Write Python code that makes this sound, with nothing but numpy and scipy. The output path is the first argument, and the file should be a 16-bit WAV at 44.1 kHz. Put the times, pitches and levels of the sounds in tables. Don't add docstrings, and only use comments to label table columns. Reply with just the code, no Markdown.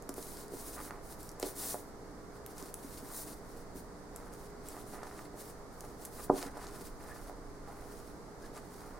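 import sys
import numpy as np
from scipy import signal
from scipy.fft import rfft, irfft, next_fast_len
from scipy.io import wavfile

SR = 44100
rng = np.random.default_rng(int(sys.argv[2]) if len(sys.argv) > 2 else 0)


def materialize(psi):
    bounded = np.clip(np.atleast_2d(psi).T, -1, 1)
    quanta = np.round(bounded * 32767).astype(np.int16)
    wavfile.write(sys.argv[1], SR, quanta)


N = 396459
TIME = np.arange(N) / SR
LEFT_RIGHT = np.array([[1], [-1]])
# frequency in Hz, left-right correlation.
ROOM_CORRELATION = [(30, 0.82), (70, 0.62), (300, 0.81), (640, 0.65), (1400, 0.37), (3100, 0.028),
                    (15000, 0.019)]


def skin_slide():
    # start in seconds, length in seconds, hiss in dB, pressure as rasp over hiss in dB.
    strokes = [(0.161, 0.18, -51.5, -5.5), (0.346, 0.085, -53, -1), (0.517, 0.37, -52, -5),
               (1.04, 0.11, -56.5, -6), (1.192, 0.084, -54.5, -7), (1.416, 0.033, -48.5, 2.5),
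               (1.454, 0.057, -46.0, -8), (1.568, 0.18, -41, -9), (2.343, 0.032, -65.0, 1.0),
               (2.486, 0.043, -60, -1), (2.558, 0.14, -56.5, 0), (2.772, 0.152, -57.5, -3.5),
               (2.911, 0.086, -54.5, -0.5), (3.03, 0.32, -55.5, -3.5), (3.122, 0.112, -43.5, -19),
               (3.426, 0.2, -66, 1.5), (3.763, 0.037, -53, -4), (4.137, 0.162, -70.5, 3.0),
               (4.323, 0.16, -64.5, 0), (4.635, 0.088, -61, 2.5), (4.727, 0.098, -57, -1),
               (4.866, 0.11, -56.5, -0.5), (4.987, 0.275, -65, 3.5), (5.362, 0.15, -55.5, -3.5),
               (5.73, 0.23, -65, -1), (5.997, 0.077, -55.5, -1.5), (6.12, 0.15, -55, -5),
               (6.333, 0.14, -53.5, 3), (6.548, 0.18, -62.5, 6), (6.721, 0.17, -58, 0.0),
               (6.998, 0.3, -62, 1.0), (7.668, 0.15, -67.5, 0), (7.817, 0.3, -64, 0.5),
               (8.4, 0.07, -68.5, 8.5), (8.547, 0.036, -61.5, 9), (8.63, 0.3, -66.5, 1.5)]
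    # frequency in Hz, density in dB.
    hiss_spectrum = [(2000, -11), (2600, -25), (3200, -21.5), (3700, -8.5), (4350, -7.5), (6700, -4),
                     (8000, -3), (9300, 2.5), (11000, -1.5), (15500, -3.5)]
    rasp_spectrum = [(150, 1), (280, 13), (700, 7.5), (2000, 0), (2750, -3.5), (3500, -2.5), (4600, 1.5),
                     (7000, -1), (9300, -0.5), (11000, -4), (13000, -15), (15500, -29)]
    # frequency in Hz, left-right correlation.
    correlation = [(300, .9), (1400, .7), (3100, .7), (7000, .86), (15000, .8)]
    hiss_power, rasp_power = from_db(-82) ** 2, from_db(-78) ** 2
    for start_s, length_s, db, pressure_db in strokes:
        power = (from_db(db) * gesture(start_s, length_s, ease_s=0.0098)) ** 2
        hiss_power += power
        rasp_power += from_db(pressure_db) ** 2 * power
    hiss = coloured(near_echoes(slips(per_s=20000, spread_db=0.7)), hiss_spectrum, correlation)
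    rasp = coloured(near_echoes(slips(per_s=3800, spread_db=3.0)), rasp_spectrum, correlation)
    scratch = coloured(near_echoes(slips(per_s=54, spread_db=6.5)), hiss_spectrum, correlation)
    hiss = np.sqrt(linger(hiss_power)) * hiss
    rasp = np.sqrt(linger(rasp_power)) * (rasp + from_db(-17) * scratch)
    glide_db = -49
    sticking = 1 / np.sqrt(1 + hiss_power / from_db(glide_db) ** 2)
    grip_db = 2.5 * sticking * drift(rate_hz=54)
    return from_db(grip_db) * (hiss + rasp)


def deck_drop():
    # time in seconds, level in dB, contact cut-off in Hz.
    blows = [(6.2973, -23, 1540), (6.2999, -9, 1040), (6.3065, -24, 1070), (6.309, -23, 1090),
             (6.3206, -27, 786)]
    out, impulse = np.zeros(N), signal.unit_impulse(SR // 2)
    for at_s, db, cutoff_hz in blows:
        blow = box_ring(low_pass(impulse, cutoff_hz, order=8), uneven_db=0.5)
        add(out, at_s - .0005, from_db(db) * blow / np.abs(blow).max())
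    return out


def knocks():
    # time in seconds, level in dB, nominal brightness in Hz.
    contacts = [(0.0918, -49.5, 1280), (0.094, -40, 285), (0.1807, -42, 500), (0.5201, -46, 393),
                (0.5373, -42, 388), (0.9081, -44, 1260), (1.4, -48, 730), (1.4295, -33.5, 473),
                (1.4535, -47, 407), (1.4667, -42, 413), (1.7436, -38, 660), (2.626, -48, 330),
                (2.8461, -45.5, 259), (3.0276, -48.5, 286), (3.755, -44.5, 263), (4.767, -47.5, 780),
                (4.9363, -47.5, 700), (5.031, -45.5, 880), (5.1917, -52, 1480), (5.342, -49, 505),
                (5.8421, -50.5, 690), (6.1955, -53, 1010), (6.4264, -49, 1700), (6.4329, -42, 557),
                (6.46, -44.5, 212), (6.5694, -45, 656), (6.812, -49, 280), (7.297, -47, 790)]
    out, impulse = np.zeros(N), signal.unit_impulse(SR // 4)
    for at_s, db, hz in contacts:
        push = low_pass(resonance(impulse, hz * 0.85, width_hz=hz * 0.58), hz * 2.0, order=2)
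        knock = box_ring(push, uneven_db=1.0)
        add(out, at_s, from_db(db) * knock / np.std(knock[:SR // 70]))
    return out


def ticks(rattle_db):
    # time in seconds, level in dB, nominal brightness in Hz.
    contacts = [(0.0235, -51, 9100), (0.0919, -38.5, 8200), (0.1405, -45.5, 9300), (0.227, -45, 7600),
                (0.371, -47.5, 7200), (0.4816, -53, 8000), (0.9082, -54, 7000), (1.2303, -47, 9900),
                (1.2916, -44, 7800), (1.316, -51.5, 9000), (1.3984, -39.5, 9350), (1.4274, -34.5, 4470),
                (2.463, -42.5, 10600), (2.5813, -46, 8850), (2.6255, -47, 7800), (2.7413, -36, 9600),
                (4.161, -41.5, 10300), (4.337, -54, 9000), (4.6863, -41, 10700), (5.033, -50, 6500),
                (5.8074, -44, 9000), (6.051, -39.5, 9950), (6.0561, -43, 9150), (6.4277, -39.5, 5900),
                (6.6685, -48, 6300), (8.5765, -51, 7900)]
    crack_s, rattle_s, snap_hz = .0007, .006, 1730
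    out, t = np.zeros(N), TIME[:SR // 20]
    envelope = np.exp(-t / crack_s) + from_db(rattle_db) * np.exp(-t / rattle_s)
    for at_s, db, hz in contacts:
        crack = rng.standard_normal(len(t)) * envelope
        snap_db = 3 - 7 * np.log2(hz / snap_hz)
        snap = from_db(snap_db) * resonance(crack, snap_hz, width_hz=2800)
        low_hz = max(hz - 3400, 1800)
        crack = signal.sosfilt(signal.butter(3, low_hz, "high", fs=SR, output="sos"), crack)
        tick = low_pass(crack + snap, hz * 1.2, order=2)
        add(out, at_s, from_db(db) * tick / np.std(tick[:SR // 440]))
    return out


def board_scuffs():
    # start in seconds, length in seconds, level in dB.
    drags = [(0.764, 0.056, -49), (0.838, 0.16, -56), (1.378, 0.273, -63), (2.57, 0.079, -57),
             (3.038, 0.18, -60), (4.14, 0.19, -60), (4.739, 0.052, -55.5), (4.929, 0.15, -53.5),
             (5.063, 0.14, -60), (5.834, 0.016, -54), (6.187, 0.021, -45.5), (6.383, 0.12, -52),
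             (6.537, 0.13, -53), (6.655, 0.149, -58), (7, 0.21, -56), (7.247, 0.059, -62), (7.64, 0.3, -61),
             (8.559, 0.031, -49.5), (8.81, 0.18, -61)]
    force = resonance(slips(per_s=1300, spread_db=2.0), hz=930, width_hz=900)
    force = resonance(force, hz=920, width_hz=1530)
    mid, side = rms_one(box_ring(force, uneven_db=0))
    power = from_db(-68.5) ** 2
    for start_s, length_s, db in drags:
        power += (from_db(db) * gesture(start_s, length_s, ease_s=0.0031)) ** 2
    return np.sqrt(power) * (mid + 0.21 * side * LEFT_RIGHT)


def squeaks(width_hz):
    # centre in seconds, Gaussian half-width in seconds, pitch in Hz, level in dB.
    bursts = [(7.117, 0.02, 1760, -55.5), (7.697, 0.01, 760, -49), (7.849, .012, 720, -52),
              (8.444, 0.011, 1680, -59)]
    out, t = np.zeros(N), TIME[:SR // 5] - .1
    for centre_s, half_s, hz, db in bursts:
        band = resonance(rng.standard_normal(len(t)), hz, width_hz)
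        tone = rms_one(resonance(band, hz, width_hz))
        add(out, centre_s + t[0], from_db(db) * tone * np.exp(-(t / half_s) ** 2 / 2))
    return out


def box_ring(force, uneven_db):
    # frequency in Hz, gain in dB, T60 in seconds.
    modes = [(192, -15, 0.05), (282.3, -3, 0.12), (383, 1, 0.077), (465, -1, 0.052), (530, -8.5, 0.036),
             (601.5, -4.5, 0.086), (711, 1.5, 0.037), (821, -1.5, 0.034), (983, -8, 0.072),
             (1048, -7.5, 0.033), (1195, -3, 0.045), (1366, 1, 0.013), (1760, 5, 0.0073), (1980, -18, 0.14)]
    out = 0
    for (hz, db, t60_s), chance in zip(modes, rng.standard_normal(len(modes))):
        r, w = from_db(-60 / (t60_s * SR)), 2 * np.pi * hz / SR
        ring = signal.lfilter([1, 0, -1], [1, -2 * r * np.cos(w), r * r], force + 1e-18)
        out += from_db(db + uneven_db * chance) * ring
    return out


def fan(air_db, waver_db):
    # frequency in Hz, density in dB.
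    air_spectrum = [(20, -17), (45, -3.5), (80, -11.5), (150, -7.5), (270, -7), (450, -9.5), (800, -12.5),
                    (1250, -16), (2150, -26), (2450, -35.5), (3200, -37.5), (4700, -29.5), (9000, -33.5),
                    (16000, -45)]
    # frequency in Hz, level in dB.
    hum_lines = [(59, -68), (119, -68.5), (177, -68.5), (295, -63), (413, -61), (472, -65), (662, -71)]
    out = from_db(air_db) * coloured(rng.standard_normal((2, N)), air_spectrum, ROOM_CORRELATION)
    wavering_s = TIME + 0.00033 * drift(rate_hz=5)
    for hz, db in hum_lines:
        amplitude = np.sqrt(2) * from_db(db + waver_db * drift(rate_hz=7))
        out += amplitude * np.sin(2 * np.pi * (hz * wavering_s + rng.random()))
    return out


def rumble():
    # time in seconds, level in dB.
    swell = [(0, -56), (5.9, -56), (6.3, -54.5), (7.0, -50.5), (7.7, -51.5), (8.2, -57), (8.99, -56)]
    # frequency in Hz, density in dB.
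    spectrum = [(15, -5), (31, -5.5), (45, -15), (80, -18.5), (200, -59), (1000, -110)]
    level_db = np.interp(TIME, *np.transpose(swell)) - LEFT_RIGHT
    return from_db(level_db) * coloured(rng.standard_normal((2, N)), spectrum, ROOM_CORRELATION)


def near_echoes(x):
    # delay in seconds, gain in dB.
    echoes = [(.0028, -8.5), (.0062, -12)]
    return x + sum(from_db(db) * np.roll(x, int(delay_s * SR), axis=-1) for delay_s, db in echoes)


def room(x, wet_db, build_s):
    # frequency in Hz, T60 in seconds.
    decay_times = [(150, 0.29), (500, 0.26), (1500, 0.23), (5000, 0.13), (14000, 0.23)]
    t, edges_hz = TIME[:SR // 2], np.geomspace(80, 18000, 9)
    tail = 0
    for low_hz, high_hz in zip(edges_hz, edges_hz[1:]):
        band = signal.butter(2, [low_hz, high_hz], "band", fs=SR, output="sos")
        mid, side = signal.sosfilt(band, rng.standard_normal((2, len(t))))
        t60_s = at_hz(decay_times, np.sqrt(low_hz * high_hz))
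        tail += (mid + .5 * side * LEFT_RIGHT) * from_db(-60 * t / t60_s)
    tail *= 1 - np.exp(-(t / build_s) ** 2)
    tail /= np.sqrt(np.sum(tail ** 2) / 2)
    return x + from_db(wet_db) * signal.fftconvolve(x[None], tail, axes=1)[:, :N]


def slips(per_s, spread_db):
    sizes = from_db(spread_db * np.minimum(rng.exponential(1, (2, N)), 4))
    return rms_one(rng.standard_normal((2, N)) * sizes * (rng.random(N) < per_s / SR))


def gesture(start_s, length_s, ease_s):
    def ease(t):
        return .5 + .5 * np.tanh(.5 * t / ease_s)
    return ease(TIME - start_s) * ease(start_s + length_s - TIME)


def linger(power, tail_db=-6, decay_s=0.052):
    pole = np.exp(-2 / (decay_s * SR))
    return power + from_db(tail_db) ** 2 * signal.lfilter([1 - pole], [1, -pole], power)


def coloured(pair, spectrum, correlation):
    size = next_fast_len(N, True)
    hz = np.arange(size // 2 + 1) * SR / size
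    mid, side = rfft(pair, size) * from_db(at_hz(spectrum, hz)) * (hz > 10)
    alike = np.clip(at_hz(correlation, hz), 0, 1)
    stereo = np.sqrt(1 + alike) * mid + np.sqrt(1 - alike) * side * LEFT_RIGHT
    return rms_one(irfft(stereo, size)[:, :N])


def resonance(x, hz, width_hz):
    r, w = np.exp(-np.pi * width_hz / SR), 2 * np.pi * hz / SR
    return signal.lfilter(np.array([1, 0, -1]) * (1 - r * r) / 2, [1, -2 * r * np.cos(w), r * r], x)


def low_pass(x, hz, order):
    return signal.sosfilt(signal.butter(order, min(hz, SR * .45), fs=SR, output="sos"), x)


def drift(rate_hz):
    knots = rng.standard_normal(N // 16)
    return np.interp(TIME * rate_hz, np.arange(len(knots)), knots)


def at_hz(rows, hz):
    row_hz, values = np.transpose(rows)
    return np.interp(np.log(hz + 1), np.log(row_hz), values)


def add(track, at_s, sound):
    at = int(at_s * SR)
    track[at:at + len(sound)] += sound[:N - at]


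def from_db(db):
    return 10 ** (np.asarray(db) / 20)


def rms_one(x):
    return x / np.sqrt(np.mean(x ** 2) + 1e-20)


def scene():
    low = rumble()
    low += room(knocks() + squeaks(width_hz=160), wet_db=-9.5, build_s=0.0042)
    low += room(deck_drop(), wet_db=-14.5, build_s=0.022)
    low += board_scuffs() + fan(air_db=-51.0, waver_db=2.5)
    bright = room(ticks(rattle_db=-17), wet_db=-9, build_s=.005) + skin_slide()
    return low * from_db(-0.87 * LEFT_RIGHT) + bright * from_db(0.51 * LEFT_RIGHT)


def record(dry):
    cutoff_hz = 15900
    return signal.sosfilt(signal.ellip(12, .1, 80, cutoff_hz, fs=SR, output="sos"), dry)


dry = scene()
out = record(dry)
materialize(out)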